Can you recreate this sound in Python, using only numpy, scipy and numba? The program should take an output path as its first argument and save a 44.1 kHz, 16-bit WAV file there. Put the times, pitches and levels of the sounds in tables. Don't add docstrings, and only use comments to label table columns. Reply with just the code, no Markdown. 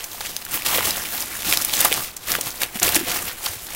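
import sys
import numpy as np
from scipy import signal
from scipy.fft import rfft, irfft
from scipy.io import wavfile
from scipy.ndimage import uniform_filter1d
from numba import njit

SR = 44100
rng = np.random.default_rng(int(sys.argv[2]) if len(sys.argv) > 2 else 0)


def bounce(signal):
    frames = np.transpose(np.atleast_2d(signal))
    limited = np.clip(frames, -1, 1)
    pcm = np.round(limited * 32767).astype(np.int16)
    wavfile.write(sys.argv[1], SR, pcm)


def gain_from_db(level_db):
    decades = np.asarray(level_db, float) / 20
    return 10 ** decades


N = 165375

# (strongest at [s], effort [dB], rise [s per 26 dB], fall [s per 26 dB],
# extra level below 3.5 kHz [dB])
HAND_PULLS = [(.01, -33.5, 0.29, 0.8, 3.5), (.13, -35, 0.11, 0.2, -2), (.26, -30, 0.34, 0.48, 0.5),
              (0.515, -24, 0.013, .25, -4.5), (0.553, -23, 0.12, 0.1, 5), (0.656, -17.5, 0.0072, 0.4, 0.5),
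              (.76, -23, 0.27, 0.24, 7), (0.879, -20, 0.16, 0.16, 4), (.97, -26, 0.2, 0.4, 3),
              (1.14, -28, 0.16, 0.6, 3), (1.21, -27.5, 0.63, 0.14, 0.5), (1.33, -30.5, 0.19, 1.2, 3),
              (1.5, -30, 0.08, 0.47, 6), (1.471, -17.5, 0.054, 0.31, 0), (1.53, -24.5, 0.24, 0.3, -20),
              (1.631, -24, 0.12, 0.1, -2.5), (1.792, -17.5, 0.25, 0.21, -0.5), (1.849, -22, 0.17, 0.27, 5),
              (1.972, -23, 0.24, 0.22, 3.5), (2.047, -26.5, 0.056, -0.36, -10), (2.07, -36, 0.024, -1.6, 0),
              (2.24, -36.5, 0.14, 0.1, -1.5), (2.273, -24.5, 0.017, 0.08, -12),
              (2.298, -22, 0.063, 0.32, 4), (2.472, -24, 0.1, 0.12, 2), (2.57, -33.5, 0.21, 0.26, 0.5),
              (2.622, -23.5, 0.069, 0.1, 5.5), (2.759, -28.5, 0.086, 0.1, 4), (2.82, -30, 0.0081, 0.27, 16),
              (2.832, -16, 0.021, 0.25, 0), (2.952, -19.5, 0.11, 0.17, 5.5)]
# (strongest at [s], effort [dB], rise [s per 26 dB], fall [s per 26 dB],
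# extra level below 3.5 kHz [dB])
FREEING_PULLS = [
    (3.088, -21.5, 0.1, 0.45, 4.5),
    (3.169, -25, 0.1, 0.06, 2),
    (3.29, -26.5, 0.12, 0, 3.5),
    (3.45, -24, 0.066, 0.19, 1.5),
    (3.52, -34.5, .15, 0.3, 2),
    (3.4, -37, 0.52, 0.25, 5),
    (2.8, -33.5, 0.11, 0, 3),
    (3.726, -31, 0.42, 5.5, 2),
]
# (time [s], peak [dB], ring [Hz], length [ms])
EARLY_SNAPS = [(0.04, -14.5, 5830, 3.7), (0.206, -14, 4060, 3.1), (0.249, -16, 2420, 4.8),
               (0.267, -16, 3330, 2.1), (0.365, -5, 4630, 1.05), (0.45, -13.5, 11500, 1.5),
               (0.5105, -14, 9000, 0.4), (0.648, -16, 3650, 4), (0.661, -6, 3330, 2.7),
               (0.745, -9.5, 2940, 4.7), (0.788, -8.5, 1500, 2), (0.807, -6, 1340, 0.96),
               (0.856, -10, 5500, 2.7), (0.906, -4, 5140, 2.7), (0.969, -9.5, 9000, 1.9),
               (1.205, -8.5, 6000, 1.6), (1.259, -14, 9000, .6), (1.421, -8.5, 4000, 0.77),
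               (1.512, -8, 8600, 1.9), (1.525, 1, 2340, 1.06), (1.535, -4.5, 2660, 3.1),
               (1.572, 0, 4600, 1.3), (1.614, -12, 10500, 1.7), (1.621, -3.5, 8900, 0.98),
               (1.648, -1.5, 11100, 1.7), (1.695, -11, 2950, 1.8), (1.734, -5.5, 6200, 2.7),
               (1.768, -7, 6240, 1.2)]
# (time [s], peak [dB], ring [Hz], length [ms])
LATE_SNAPS = [(1.804, 2, 11300, 3.2), (1.812, 0.5, 11000, 1.5), (1.847, 3, 10500, 3.7),
              (1.853, -1.5, 1070, 3.3), (1.919, -3.5, 2660, 1.6), (1.926, 0, 2950, 1.2),
              (1.94, -4, 6440, 0.77), (2.165, -14.5, 7300, 3.4), (2.174, -20, 7000, 1.5),
              (2.286, -10.5, 2170, 0.96), (2.3175, 1, 5180, 1.7), (2.339, -8.5, 1680, 0.71),
              (2.351, -3, 1680, 1.9), (2.41, -6, 7750, 2.3), (2.5565, -18.5, 11000, .6),
              (2.615, -8, 1990, 3.6), (2.632, -2.5, 3300, 2.25), (2.756, -16, 2150, 3),
              (2.798, -7.5, 7500, 1.7), (2.829, 3, 6800, 3.1), (2.878, -7, 2730, 5.3),
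              (2.946, 0.5, 5160, 0.68), (2.956, 0, 9400, 2.8), (2.962, -2.5, 2240, 2.3),
              (3.115, -14, 2400, 2.5), (3.459, -6.5, 4020, 5.2), (3.704, -18, 6600, 1.7)]
# (time [s], peak [dB], ring [Hz])
CREASE_POPS = [(0.0065, -14.5, 2700), (0.1174, -18, 3440), (0.2114, -10, 1850), (0.4223, -17, 2870),
               (0.4544, -14.5, 14550), (0.4648, -17.5, 1360), (0.547, -13.5, 1810), (0.5682, -24, 14720),
               (0.6209, -10.5, 2180), (0.681, -11, 2920), (0.7483, -15, 3220), (0.782, -9, 1590),
               (1.0555, -10, 3250), (1.13, -17, 1670), (1.2118, -16.5, 3400), (1.2238, -5, 5770),
               (1.237, -19, 5770), (1.353, -15, 1750), (1.4306, -11, 3050), (1.4471, -9.5, 1970),
               (1.5319, -2, 14080), (1.6016, -12, 1470), (1.6088, -14, 1330), (1.7372, 2, 2900),
               (1.7748, -11.5, 2560), (1.8018, 0, 7530), (1.8585, -10, 1500), (1.913, -10, 2360),
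               (1.9319, -5, 10980), (1.9762, -10, 1220), (2.043, -15.5, 14980), (2.0541, -23, 14720),
               (2.301, -16, 1670), (2.3875, -14, 730), (2.432, -20, 2190), (2.4717, -19, 990),
               (2.5053, -11, 5870), (2.515, -18, 7660), (2.6191, -1.5, 9210), (2.6244, -19, 1330),
               (2.6866, -25, 1590), (2.7896, -18, 2540), (2.8451, -7.5, 11360), (2.8705, 1, 10500),
               (2.8908, -1, 4430), (2.9257, -6, 2950), (3.07, -13, 2876), (3.1675, -9, 15000),
               (3.255, -11, 12270), (3.2875, -20.5, 13090), (3.2954, -14, 1490), (3.314, -15, 1630),
               (3.458, -12, 3830), (3.4666, -10, 920), (3.6317, -21.5, 14290), (3.668, -15, 4970),
               (3.7344, -14.5, 7520), (3.7483, -12, 11800)]
# (time [s], peak [dB], pitch [Hz])
AIR_THUMPS = [(0.207, -18.5, 840), (0.146, -27, 790), (0.784, -10.5, 527), (0.978, -19.5, 805),
              (1.484, -27.5, 324), (1.8, -23.5, 775), (1.847, -7, 760), (1.915, -14, 460),
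              (1.988, -26, 135), (2.385, -17, 470), (2.465, -27.5, 140), (2.755, -21.5, 214),
              (2.816, -23, 368), (2.876, -14.5, 477), (2.963, -15, 308), (2.984, -22, 316),
              (3.009, -19.5, 340), (3.031, -23, 267), (3.49, -33, 90), (3.56, -32.5, 112)]
# (frequency [Hz], density [dB per Hz])
PAPER_TONE = [(88, -32), (150, -22.5), (382, -8.5), (756, -4.5), (901, -7), (1140, -6.5), (1500, -8),
              (2080, -5), (15800, -5)]
# (frequency [Hz], density [dB per Hz])
ROOM_TONE = [(25, 3.5), (150, -7), (400, -11), (1500, -12), (6000, -43)]
# (time [s], from [Hz])
WIDE_TREBLE = [(0.038, 4500), (0.204, 5230), (.44, 4930), (1.408, 6200), (1.6, 9000), (1.637, 5230),
               (1.726, 5200), (2.155, 5440), (2.306, 7260), (2.395, 10500), (2.811, 5560), (2.858, 5500),
               (2.939, 5200), (3.3, 5500), (3.6, 6800)]

CONE_HZ = 315.2
TOP_HZ = 15800
LARGEST = 3.0


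def unit(x):
    return x / np.sqrt(np.mean(x ** 2))


def colour(x, table):
    hz, db = np.array(table).T
    f = np.maximum(np.arange(len(x) // 2 + 1) * SR / len(x), 1)
    gain = gain_from_db(np.interp(np.log(f), np.log(hz), db))
    return irfft(rfft(x) * gain, len(x))


def band(x, lo_hz, hi_hz):
    sos = signal.butter(2, [lo_hz, min(hi_hz, .45 * SR)], "band", fs=SR, output="sos")
    return signal.sosfilt(sos, x)


def walk(rate_hz):
    hold = int(SR / rate_hz)
    levels = rng.standard_normal(2000)[:N // hold + 1]
    steps = np.repeat(levels, hold)[:N]
    return unit(uniform_filter1d(uniform_filter1d(steps, hold), hold))


@njit
def grains(start, hz, cycles, size, turn, n, sr):
    out = np.zeros(n)
    for k in range(len(start)):
        p = np.exp(hz[k] / sr * (2j * np.pi - np.log(1000) / cycles[k]))
        z = size[k] * np.exp(2j * np.pi * turn[k])
        for i in range(int(start[k]), min(n, int(start[k] + cycles[k] / hz[k] * sr))):
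            out[i] += z.imag
            z *= p
    return out


def scatter(per_s, lo_hz, hi_hz, cycles, scatter_db):
    when, pitch, rank, length, turn = rng.random((int(per_s * N / SR), 5)).T
    hz = lo_hz * (hi_hz / lo_hz) ** pitch
    size = gain_from_db(scatter_db * np.minimum(-np.log(1 - rank), LARGEST)) * hz ** 0.67
    return unit(grains(when * N, hz, cycles * (.5 + length), size, turn, N, 1. * SR))


def hand_effort():
    t = np.arange(0, N, step=45) / SR
    treble = bass = gain_from_db(2 * -61)
    for s, db, rise, fall, dull_db in HAND_PULLS + FREEING_PULLS:
        away = np.where(t < s, (s - t) / max(rise, .01), (t - s) / max(fall, .01))
        power = gain_from_db(2 * db - 52.9 * away)
        treble = treble + power
        bass = bass + power * gain_from_db(2 * dull_db)
    now = np.arange(N) / SR
    return np.interp(now, t, treble), np.interp(now, t, bass)


def sliding():
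    flicker_db, flicker_hz = 2.1, 160
    ticks_per_s, tick_s, tick_db = 150, .0009, 4.2
    shared = walk(flicker_hz)
    hiss = np.zeros(N)
    for hz in 125 * 2 ** np.arange(8):
        octave = unit(band(rng.standard_normal(N), hz / 1.41, hz * 1.61))
        flicker = gain_from_db(flicker_db * (shared + walk(flicker_hz / 5)))
        hiss += np.sqrt(hz) * octave * flicker
    happens = rng.random(N) < ticks_per_s / SR
    ticks = happens * gain_from_db(tick_db * np.minimum(rng.exponential(size=N), LARGEST))
    catching = signal.lfilter([1], [1, -np.exp(-1 / (tick_s * SR))], ticks)
    return unit(hiss * (1 + catching / 2))


def fine_clicks():
    clicks = scatter(per_s=2500, lo_hz=1400, hi_hz=27000, cycles=3.2, scatter_db=1.5)
    return unit(colour(clicks, [(1000, 2.4), (16000, 3.1)]))


def crease_crackle():
    return scatter(per_s=420, lo_hz=910, hi_hz=16800, cycles=11., scatter_db=4.5)


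def rustle():
    treble_power, bass_power = hand_effort()
    mix = gain_from_db(-2) * sliding() + gain_from_db(-7) * fine_clicks() + gain_from_db(-9) * crease_crackle()
    flap = unit(band(rng.standard_normal(N), 17, 290)) * gain_from_db(2 * walk(11))
    mix = unit(colour(mix, PAPER_TONE)) + gain_from_db(-21) * flap
    cone_level = gain_from_db(-27 + 3.6 * walk(24.74))
    mix = mix + cone_level * unit(band(rng.standard_normal(N), CONE_HZ / 1.065, CONE_HZ * 1.074))
    low = signal.sosfilt(signal.butter(2, 3500, fs=SR, output="sos"), mix)
    return np.sqrt(treble_power) * (mix - low) + np.sqrt(bass_power) * low


def room_hum():
    return unit(colour(rng.standard_normal(N), ROOM_TONE)) * gain_from_db(-46.5 + 1.0 * walk(4.18))


def wall_echo(paper):
    t60_s = 0.11
    t = np.arange(8000) / SR
    tail = rng.standard_normal(8000) * gain_from_db(-60 * t / t60_s) * (t > .003)
    return gain_from_db(-12.5) * signal.fftconvolve(paper, tail / np.sqrt(np.sum(tail ** 2)))[:N]


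def snap(hz, ms):
    ring_q, rattle_db, rattle_s = 3.4, -24, .01
    t = np.arange(2048) / SR
    crack_noise, ring_noise, roughness = rng.standard_normal((3, len(t)))
    d = np.clip(ms, .3, 4.5) / 2000
    burst = t / d * np.exp(-t / d) * gain_from_db(2 * roughness)
    ring = band(ring_noise * burst, hz / (1 + 1 / ring_q), hz * (1 + 1 / ring_q))
    broad = unit(colour(crack_noise, PAPER_TONE))
    body = unit(band(broad, hz / 6, hz * 5.0))
    sheen = unit(band(broad, 8000, TOP_HZ))
    crack = unit(body + broad + gain_from_db(-7) * sheen)
    rattle = gain_from_db(rattle_db) * np.minimum(t / d, 1) * np.exp(-t / rattle_s)
    crack = crack * (burst + rattle)
    return 0.79 * crack / np.abs(crack).max() + gain_from_db(-4) * ring / np.abs(ring).max()


def snaps():
    pop_ms, pop_db = 0.81, -2
    pops = [(s, db + pop_db, hz, pop_ms) for s, db, hz in CREASE_POPS]
    out = np.zeros(N + 2048)
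    for s, db, hz, ms in list(EARLY_SNAPS) + list(LATE_SNAPS) + pops:
        start = int(s * SR)
        out[start:start + 2048] += gain_from_db(db - 2) * snap(hz, ms)
    return out[:N]


def thumps():
    s, db, hz = np.array(AIR_THUMPS, float).T
    near_cone = np.abs(hz / CONE_HZ - 1) < 1 / 10
    cycles = 4.2 * (1 + near_cone)
    size = gain_from_db(db + 3.5)
    slow = grains(s * SR, hz, 2 * cycles, size, 0 * s, N, 1. * SR)
    fast = grains(s * SR, hz, cycles / 2, size, 0 * s, N, 1. * SR)
    return slow - fast


def scene():
    paper = rustle() + snaps() + thumps()
    return np.tile(paper + wall_echo(paper) + room_hum(), (2, 1))


def treble_spread(dry):
    length_s = 0.018
    hiss, side = rng.standard_normal(N), np.zeros(N)
    for s, lo_hz in WIDE_TREBLE:
        cut = slice(int(s * SR), int((s + length_s) * SR))
        treble = band(dry[0, cut], lo_hz, TOP_HZ)
        noise = band(hiss[cut], lo_hz, TOP_HZ)
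        power = uniform_filter1d(treble ** 2, size=200) * np.hanning(len(noise))
        side[cut] = unit(band(noise, lo_hz, TOP_HZ)) * np.sqrt(power + 1e-18)
    return side


def top_limit(x):
    return signal.sosfilt(signal.ellip(10, .3, 60, TOP_HZ, fs=SR, output="sos"), x)


def low_pass(x):
    return signal.sosfilt(signal.butter(12, 16840, fs=SR, output="sos"), x)


def record(dry):
    side = treble_spread(dry)
    mix = np.clip(top_limit(dry), -1, 1) + gain_from_db(-8.5) * top_limit(side) * np.array([[1], [-1]])
    return low_pass(mix)


dry = scene()
out = record(dry)
bounce(out)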